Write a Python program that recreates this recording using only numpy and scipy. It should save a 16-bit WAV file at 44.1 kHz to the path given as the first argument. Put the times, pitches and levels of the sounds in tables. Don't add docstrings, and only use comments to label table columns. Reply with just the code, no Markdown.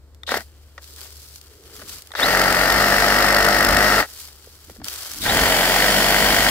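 import sys
import numpy as np
from scipy import signal
from scipy.fft import rfft, irfft
from scipy.io import wavfile
from scipy.ndimage import uniform_filter1d

SR = 44100
rng = np.random.default_rng(int(sys.argv[2]) if len(sys.argv) > 2 else 0)


def put_to_file(sound):
    columns = np.atleast_2d(sound).T
    safe = np.clip(columns, -1, 1)
    whole_steps = np.round(safe * 32767)
    wavfile.write(sys.argv[1], SR, whole_steps.astype(np.int16))


N = 286650
T = np.arange(N) / SR
HZ = np.fft.rfftfreq(N, 1 / SR)

# freq_hz, rel_db_per_hz
AIR_SPECTRUM = [(15, -41), (25, -10.5), (84, -3), (190, -18), (416, -15), (560, -18.5), (677, -24),
                (1400, -27), (2690, -35.5), (4370, -31), (6740, -37), (7510, -33), (10700, -42),
                (14800, -36), (16000, -43)]
# time_s, level_db
ENGINE_LEVEL = [(0, -47), (1.3, -48.5), (1.6, -53.5), (5, -54.5)]
# middle_s, length_s, rel_db
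DRONE_SWELLS = [(1, 0.29, -57.5), (1.72, 0.43, -50.5)]
DRONE_SPECTRUM = [(280, -10), (420, 2), (560, -11)]  # freq_hz, rel_db_per_hz
# time_s, rel_db
TWIG_SNAPS = [(0.1467, -38.5), (0.842, -31), (1.1766, -38), (1.3585, -24), (1.4135, -29), (1.6375, -37),
              (1.7647, -25), (1.8945, -21), (2.0213, -26.5), (2.072, -28), (4.6992, -31), (4.8443, -18),
              (4.8835, -10.5), (4.9383, -26), (5.031, -23), (5.1355, -20)]
SNAP_SPECTRUM = [(700, -28), (1500, -11.5), (5000, -2.5), (9000, -8.5), (15000, -8)]  # freq_hz, rel_db
# start_s, length_s, crisp_rel_db, papery_rel_db
LEAF_BRUSHES = [(0.375, 0.043, -46.5, -58), (.45, 0.54, -62, -65), (0.797, 0.58, -48, -59.5),
                (0.924, 0.32, -53.5, -65), (0.955, 0.11, -46.5, -51), (1.398, 0.76, -54.5, -60),
                (1.623, 0.37, -52, -55.5), (1.715, 0.11, -46, -51.5), (1.857, 0.11, -40, -49.5),
                (4, 0.27, -43, -52), (4.17, 0.02, -35.5, -57), (4.262, 0.5, -51.5, -59),
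                (4.83, .385, -36, -43.5), (5.207, 0.021, -25, -34)]
# freq_hz, rel_db_per_hz
CRISP_SPECTRUM = [(1180, -24), (2000, -13), (2640, -8.5), (4610, 3.5), (6760, -2), (7510, 0), (8780, -2.5),
                  (14900, -2.5), (16000, -3)]
# freq_hz, rel_db_per_hz
PAPERY_SPECTRUM = [(240, -14.5), (400, -3.5), (533, -7), (629, -5), (947, -5.5), (1350, -0.5), (2620, -5.5),
                   (3200, 0), (4160, -20.5), (7040, -120)]
# freq_hz, left_minus_right_db
LEAF_TILT = [(300, 6.5), (2000, 1.5), (6000, 2.5), (14000, .5)]
# time_s, rel_db
MOTOR_TWITCHES = [(0.2334, -24), (2.118, -23.5)]
# freq_hz, width_hz, rel_db
CAN_RINGS = [(1240, 250, -13), (1920, 130, -14), (3600, 140, -6), (5000, 170, -33)]
# time_s, bright_clack_rel_db, dull_thud_rel_db
SINGLE_KNOCKS = [(.278, -20, -37), (0.29, -12.5, -23), (.319, -8.5, -9), (0.341, -7, -10), (0.368, -13, -8),
                 (0.397, -34, -40), (0.779, -21.5, -46), (1.795, -33, -26), (1.817, -25.5, -33),
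                 (2.106, -33.5, -40), (2.137, -25, -38), (2.151, -12, -34.5), (2.19, -14, -33),
                 (4.006, -11, -15), (4.035, -15, -26), (4.472, -53, -29), (4.697, -30.5, -25),
                 (4.762, -40, -30), (4.8, -35, -30), (4.816, -29.5, -34), (4.865, -27, -38)]
CLACK_SPECTRUM = [(300, -23), (600, -2), (1000, -6.0), (1400, -3.0), (1950, -4.0),
                  (2500, -17), (5000, -16), (12000, -43)]
THUD_SPECTRUM = [(110, -29), (220, -6.5), (330, -8.5), (450, 4), (620, -3.5), (850, -7)]  # freq_hz, rel_db
# middle_s, length_s, level_db
BUFFET_SWELLS = [(1.85, 0.24, -51), (2.3, 0.17, -45), (2.7, 0.63, -36.5), (3.54, 0.24, -35),
                 (3.73, 0.11, -26), (4.7, 0.047, -46), (4.82, .08, -42), (5.22, 0.15, -45),
                 (5.38, 0.23, -26.5), (6.35, .5, -35.5)]
BUFFET_SPECTRUM = [(25, -14), (45, 0.0), (90, -3.0), (130, -12), (200, -8), (300, -6)]  # freq_hz, rel_db_per_hz
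# pressed_s, released_s, plunger_turn_s, wait_before_full_speed_s
BLIP_PULL = (.265, .368, .343, .5)
# pressed_s, released_s, plunger_turn_s, wait_before_full_speed_s
FIRST_PULL = (2.15, 4.003, 2.3056, .5)
# pressed_s, released_s, plunger_turn_s, wait_before_full_speed_s
SECOND_PULL = (5.212, 6.6, 5.3694, .475)
# place_turns, thud_rel_db, clack_rel_db, scatter_turns
STROKE_KNOCKS = [(-.11, -4, -12, .007), (-.005, -5, 0, .003), (.04, -3, -14, .007), (.13, -7, -7.5, .012),
                 (.41, -.5, -10, .007), (.53, -5, -6.5, .016), (.8, -13, -8, .01)]
# freq_hz, width_hz, rel_db
HOUSING_RINGS = [(1361, 7.7, 4), (1920, 150, -11)]
# freq_hz, rel_db_per_hz
FIRST_BODY_SPECTRUM = [(120, -37), (200, -5.5), (221, -16.5), (254, -1), (376, -12), (438, -1), (478, -4.5),
                       (551, 1.5), (870, -1.5), (1000, -7.5), (1300, 2.5), (1710, -1.5), (1880, 3.5),
                       (2400, -12.5), (2700, -11.5), (3510, -80), (5940, -120)]
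# freq_hz, rel_db_per_hz
SECOND_BODY_SPECTRUM = [(71, -18), (120, -10), (150, -6.5), (189, -3), (227, 0.5), (311, -0.5), (378, -6.5),
                        (653, 3.5), (1100, -4), (1350, -2.5), (1560, 1.5), (1710, -2.5), (1920, 2),
                        (2430, -10), (2700, -15), (3510, -26), (5940, -120)]
# freq_hz, rel_db_per_hz
FIRST_BLADE_SPECTRUM = [(1290, -11.5), (2200, -2), (2470, -17), (2710, -3.5), (3740, -8), (4570, -2),
                        (5170, -4), (5910, -9.5), (6920, -11), (9720, -12), (10700, -16), (12800, -9.5),
                        (15000, -15.5), (16000, -11)]
# freq_hz, rel_db_per_hz
SECOND_BLADE_SPECTRUM = [(1290, -31), (2200, -3), (2510, -9.5), (3120, -2), (3900, -10), (4490, -4.5),
                         (6310, -13), (7030, -10.5), (8300, -13), (11500, -13.5), (13900, -13),
                         (14800, -14), (15500, -11), (16000, -14)]
# multiple_of_stroke_rate, rel_db
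FIRST_SHAKE = [(1, 0.5), (2, -10), (3, -3.5), (4, 1), (5, -3.5), (6, -12), (7, -1), (8, -59), (9, 1),
               (10, -24), (11, 4), (12, 2), (13, -11), (14, 3)]
# multiple_of_stroke_rate, rel_db
SECOND_SHAKE = [(1, 0.5), (2, -7), (3, -7.5), (4, 0.5), (5, -17), (6, -7), (7, -5), (8, -39), (9, -4),
                (10, 0.5), (11, -9), (12, -3), (13, -5), (14, -3)]
# middle_s, length_s, extra_bite_0_to_1, share_lost_every_other_stroke_0_to_1
BLADE_BINDS = [(2.4, 0.058, 0.46, 0), (2.52, .06, .3, 0.16), (2.713, 0.056, 0.54, 0),
               (3.38, 0.21, 0.7, 0.3), (3.71, 0.2, 1, .45)]
# freq_hz, likeness_0_to_1
PORT_LIKENESS = [(130, .95), (290, .96), (640, .96), (1400, .83), (3100, .45), (6000, .12)]
# freq_hz, left_minus_right_db
FIRST_TILT = [(60, 1.5), (110, 3.3), (200, 0.43), (380, 1.3), (700, 1.9), (1290, 4), (2380, 3.7),
              (4400, 3.4), (8120, 0.48), (15000, 2.2)]
# freq_hz, left_minus_right_db
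SECOND_TILT = [(60, 1.5), (110, 4), (200, -0.5), (380, 1.5), (700, 0), (1290, 3.5), (2380, 1.5),
               (4400, 2.5), (8120, -0.5), (15000, -1)]

AIR_DB = -55.5
ENGINE_FLUTTER = .2
RUSTLE_ATTACK_S, RUSTLE_RELEASE_S = 0.033, 0.037
SOFT_HZ, FULL_HZ, SPIN_UP_S, GOVERNOR_HZ, STEP_S, BRAKE_S = 45.15, 49.75, .074, 1.48, .1, .062
THROUGH_S, SURGE_HZ, FREE_S = 3.785, 2.2, .048
HUNT_TURNS = .002
TAKE_UP_S = 0.046
COAST_S = 0.047
CLATTER_POWER, RASP_POWER, SHAKE_POWER = 0.39, 0.99, 3
LOOSE = .7
WHINE_ROUGH = .3
EDGE_HZ = 15750


def amp(db):
    return 10 ** (np.asarray(db) / 20)


def evened(x):
    return x / np.sqrt(np.mean(x ** 2) + 1e-20)


def unit(x, where=slice(None)):
    return x / np.sqrt(np.mean(x.mean(0)[where] ** 2) + 1e-20)


def read(points, hz):
    freq_hz, value = np.transpose(points)
    return np.interp(np.log(hz + 1), np.log(freq_hz + 1), value)


def noise():
    return rng.standard_normal((2, N))


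def wander(hz):
    return evened(irfft(rfft(rng.standard_normal(N)) / (1 + (HZ / hz) ** 4), N))


def clicks(times_s, sizes):
    index = np.round(np.asarray(times_s) * SR).astype(int)
    return np.bincount(np.clip(index, 0, N - 1), sizes, N)


def fading(x, seconds):
    return signal.lfilter([1], [1, -np.exp(-1 / (seconds * SR))], x)


def bursts(rows, seconds):
    time_s, rel_db = np.transpose(rows)
    return noise() * fading(clicks(time_s, amp(rel_db)), seconds)


def grains(per_s, spread_db):
    struck = rng.random((2, N)) < per_s / SR
    size = amp(spread_db * rng.exponential(1, (2, N)).clip(0, 4))
    return evened(noise() * struck * size)


def colour(x, points):
    hz = abs(np.fft.fftfreq(4096, 1 / SR)) + 1
    octaves_out = np.maximum(np.log2(points[0][0] / hz), np.log2(hz / points[-1][0])).clip(0)
    log_gain = np.log(amp(np.maximum(read(points, hz) - 30 * octaves_out, -90)))
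    taps = np.fft.ifft(np.exp(np.conj(signal.hilbert(log_gain)))).real
    return signal.oaconvolve(x, taps[None], axes=1)[:, :N]


def ring(x, hz, width_hz):
    return signal.lfilter(*signal.iirpeak(hz, hz / width_hz, SR), x)


def ports(x, side=None, lag_ms=0.087):
    left, other = rfft(x)
    same = read(PORT_LIKENESS, HZ).clip(0, 1)
    right = same * left + np.sqrt(1 - same ** 2) * other
    right = right * np.exp(-2j * np.pi * HZ * lag_ms / 1000)
    tilt = amp(read(side, HZ) / 2) if side else 1
    return irfft(np.array([left * tilt, right / tilt]), N)


def swell(middle_s, length_s):
    return np.exp2(-np.minimum(abs(2 * (T - middle_s) / length_s), 4) ** 3)


def swells(rows):
    return sum(amp(db) * swell(middle_s, length_s) for middle_s, length_s, db in rows)


def outdoors(hum_hz=73, drone_db=-3):
    air = amp(AIR_DB) * unit(ports(colour(noise(), AIR_SPECTRUM)))
    level = amp(np.interp(T, *np.transpose(ENGINE_LEVEL))) * (1 + ENGINE_FLUTTER * wander(16))
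    phase = 2 * np.pi * (hum_hz * T + 0.068 * wander(11)) - np.array([[0], [.3]])
    hum = np.sqrt(2) * level * np.sin(phase) * amp([[1], [-1]])
    drone = unit(ports(colour(noise(), DRONE_SPECTRUM)))
    return air + hum + amp(drone_db) * swells(DRONE_SWELLS) * drone


def brush(start_s, length_s):
    t = T - start_s
    release = np.exp(-(t - length_s).clip(0, 1) / RUSTLE_RELEASE_S)
    return (t / RUSTLE_ATTACK_S).clip(0, 1) * release


def undergrowth(crisp_db=-0.5, papery_db=-1, snap_db=3, clump_db=1.1, tick_db=-3):
    snaps = colour(bursts(TWIG_SNAPS, seconds=.0021), SNAP_SPECTRUM)
    clumps = evened(amp(clump_db * wander(47)))
    needles = noise() + grains(per_s=2500, spread_db=4)
    ticks = evened(noise() * fading(grains(per_s=320, spread_db=2.5)[0], seconds=.0006))
    crisp = unit(ports(colour(needles * clumps + amp(tick_db) * ticks, CRISP_SPECTRUM), LEAF_TILT))
    dry_leaves = noise() + grains(per_s=1500, spread_db=3.5)
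    papery = unit(ports(colour(dry_leaves * clumps, PAPERY_SPECTRUM), LEAF_TILT))
    power = sum((amp([[high], [low]]) * brush(start_s, length_s)) ** 2
                for start_s, length_s, high, low in LEAF_BRUSHES)
    crisp_level, papery_level = np.sqrt(power)
    leaves = amp(crisp_db) * crisp_level * crisp + amp(papery_db) * papery_level * papery
    return leaves + amp(snap_db) * snaps


def handling(clack_db=7, thud_db=7, twitch_db=23, buffet_db=0):
    jerk = bursts(MOTOR_TWITCHES, seconds=0.0018)
    twitches = sum(amp(db) * ring(jerk, hz, width_hz) for hz, width_hz, db in CAN_RINGS)
    knocks = np.array(SINGLE_KNOCKS)
    clacks = colour(bursts(knocks[:, [0, 1]], seconds=0.0053), CLACK_SPECTRUM)
    thuds = colour(bursts(knocks[:, [0, 2]], seconds=0.002), THUD_SPECTRUM)
    contact = ports(amp(clack_db) * clacks + amp(thud_db) * thuds, FIRST_TILT)
    buffet = unit(ports(colour(noise(), BUFFET_SPECTRUM)))
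    return contact + amp(twitch_db) * twitches + amp(buffet_db) * swells(BUFFET_SWELLS) * buffet


def stroke_rate(pressed_s, released_s, wait_s, freed):
    t = (T - pressed_s).clip(0)
    soft = SOFT_HZ * (1 - np.exp(-t / SPIN_UP_S) * np.cos(2 * np.pi * GOVERNOR_HZ * t))
    step = (FULL_HZ - SOFT_HZ) * ((t - wait_s) / STEP_S).clip(0, 1)
    surge = SURGE_HZ * freed * np.exp(1 - freed)
    brake = (1 - (T - released_s) / BRAKE_S).clip(0, 1)
    return (soft + step + surge) * brake


def dodging(turns):
    lost = sum(share * swell(middle_s, length_s) for middle_s, length_s, _, share in BLADE_BINDS)
    return 1 - lost.clip(0, 1) * (np.floor(turns + 1.25) % 2)


def clatter(turns, running, body, side, bed, vary_db=1.3, split_hz=1050, rattle_s=.0018):
    place, thud_db, clack_db, scatter = np.transpose(STROKE_KNOCKS)
    strokes = np.arange(np.floor(turns[0]), turns[-1] + 1)[:, None]
    at = strokes + place + scatter * rng.standard_normal((len(strokes), len(place)))
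    heard = (at > turns[0]) & (at < turns[-1])
    times_s = np.interp(at[heard], turns[running], T[running])
    drive = 0
    for knock_db, band in ((thud_db, "low"), (clack_db, "high")):
        sizes = amp(knock_db + vary_db * rng.standard_normal(at.shape))[heard]
        blows = clicks(times_s, sizes)
        blows = blows / np.sqrt(np.mean(blows[running] ** 2))
        shake = fading(blows ** 2, rattle_s)
        rattle = noise() * np.sqrt(LOOSE ** 2 * shake / shake[running].mean() + bed ** 2)
        blows = np.array([blows, np.roll(blows, round(.0011 * SR))])
        split = signal.butter(3, split_hz, band, fs=SR, output="sos")
        drive = drive + signal.sosfilt(split, blows + rattle)
    drive = drive + sum(amp(db) * ring(drive, hz, width_hz) for hz, width_hz, db in HOUSING_RINGS)
    return unit(ports(colour(drive, body), side), running)


def whine(turns, speed, ring_db, steady_db, strain_db, mesh=107., ring_hz=3720, width_hz=380):
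    driving = uniform_filter1d(1. * (np.gradient(speed) > 0), size=300)
    resonance = 1 / (1 + ((mesh * speed - ring_hz) / width_hz) ** 2) ** 2
    flare = amp(steady_db) * speed / FULL_HZ + driving * amp(ring_db) * resonance
    loaded = np.clip((speed - 37) / 4, 0, 1)
    wobble = loaded * (.15 * np.sin(2 * np.pi * turns) + .12 * wander(110))
    angle = mesh * turns + wobble + .05 * wander(300)
    tone = np.cos(2 * np.pi * angle + np.array([[0], [-1.2]]))
    gears = np.sqrt(2) * flare * (1 + WHINE_ROUGH * wander(250)) * tone
    torque = driving * (1 - (speed / SOFT_HZ) ** 2).clip(0, 1) ** 2
    strain = amp(strain_db) * evened(ring(noise(), ring_hz, width_hz)) * torque
    return (gears + strain) * amp([[2], [-1]])


def rasp(turns, running, blade, side, grip, pull_at=0.2, pull_width=.14, bite_gain=3.04):
    from_pull = (turns - pull_at + .022 * wander(40) + .5) % 1 - .5
    pull = dodging(turns) * np.exp(.35 * wander(250)) / (1 + (from_pull / pull_width) ** 2) ** 2
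    force = 1 + bite_gain * grip.clip(0, 1) * pull
    force /= np.sqrt(uniform_filter1d(force ** 2, size=4000))
    teeth = noise() + 0.33 * grains(per_s=3700, spread_db=5.5)
    chink = 2.6 * ring(noise() * np.exp(-(turns % 1) / .045) * running, 3500, 4000)
    return unit(ports(colour(teeth * force + chink, blade), side), running)


def shaking(turns, orders, upper_db, waver=0.25, port_lag=0.18):
    lowest = amp(orders[0][1])
    hum = lowest * np.cos(2 * np.pi * (turns + .19) - port_lag * np.array([[0], [1]]))
    upper = 0
    for multiple, db in orders[1:]:
        tone = np.cos(2 * np.pi * (round(multiple) * turns + rng.random()))
        upper = upper + amp(db + upper_db) * (1 + waver * wander(14)) * tone
    return np.sqrt(2) * (hum + upper) / lowest * amp([[.9], [-.9]])


def saw(pull, body, blade, side, orders, clatter_db, rasp_db, shake_db, upper_db, ring_db, whine_db,
        strain_db, bed, bite, through_s=np.inf):
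    pressed_s, released_s, turn_s, wait_s = pull
    freed = (T - through_s).clip(0) / FREE_S
    speed = stroke_rate(pressed_s, released_s, wait_s, freed)
    running, pace = speed > 0, speed / FULL_HZ
    turns = np.cumsum(speed) / SR
    turns += HUNT_TURNS * wander(7) - np.interp(turn_s, T, turns)
    binding = sum(extra * swell(middle_s, length_s) for middle_s, length_s, extra, _ in BLADE_BINDS)
    grip = (bite + binding) * np.exp(-freed)
    load = uniform_filter1d(.55 + .45 * dodging(turns), size=150)
    load /= uniform_filter1d(load, size=3600)
    engaged = ((T - pressed_s) / TAKE_UP_S).clip(0, 1) ** 2
    drive = amp(clatter_db) * engaged * load * clatter(turns, running, body, side, bed)
    drive += whine(turns, speed, ring_db, whine_db, strain_db)
    cutting = amp(rasp_db) * rasp(turns, running, blade, side, grip)
    shake = amp(shake_db) * shaking(turns, orders, upper_db)
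    coasting = np.exp(-(T - released_s).clip(0) / COAST_S)
    return coasting * (pace ** CLATTER_POWER * drive + pace ** RASP_POWER * cutting + pace ** SHAKE_POWER * shake)


def scene():
    blip = saw(BLIP_PULL, SECOND_BODY_SPECTRUM, FIRST_BLADE_SPECTRUM, FIRST_TILT, FIRST_SHAKE,
               clatter_db=-28, rasp_db=-29, shake_db=-45, upper_db=-12, ring_db=-46, whine_db=-56,
               strain_db=-24.5, bed=0.7, bite=0.45)
    first = saw(FIRST_PULL, FIRST_BODY_SPECTRUM, FIRST_BLADE_SPECTRUM, FIRST_TILT, FIRST_SHAKE,
                clatter_db=-18.0, rasp_db=-24.5, shake_db=-33.5, upper_db=-2.5, ring_db=-17, whine_db=-36,
                strain_db=-29, bed=0.87, bite=0.21, through_s=THROUGH_S)
    second = saw(SECOND_PULL, SECOND_BODY_SPECTRUM, SECOND_BLADE_SPECTRUM, SECOND_TILT, SECOND_SHAKE,
                 clatter_db=-19.5, rasp_db=-22.0, shake_db=-34, upper_db=-1, ring_db=-20, whine_db=-43,
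                 strain_db=-25.5, bed=0.73, bite=0.16)
    return outdoors() + undergrowth() + handling() + blip + first + second


def record(dry):
    excess = np.maximum(abs(dry) - .6, 0)
    rounded = dry - np.sign(dry) * (excess - .35 * np.tanh(excess / .35))
    lowpass = signal.firwin(401, EDGE_HZ, window=("kaiser", 9), fs=SR)
    return signal.oaconvolve(rounded, lowpass[None], "same")


dry = scene()
out = record(dry)
put_to_file(out)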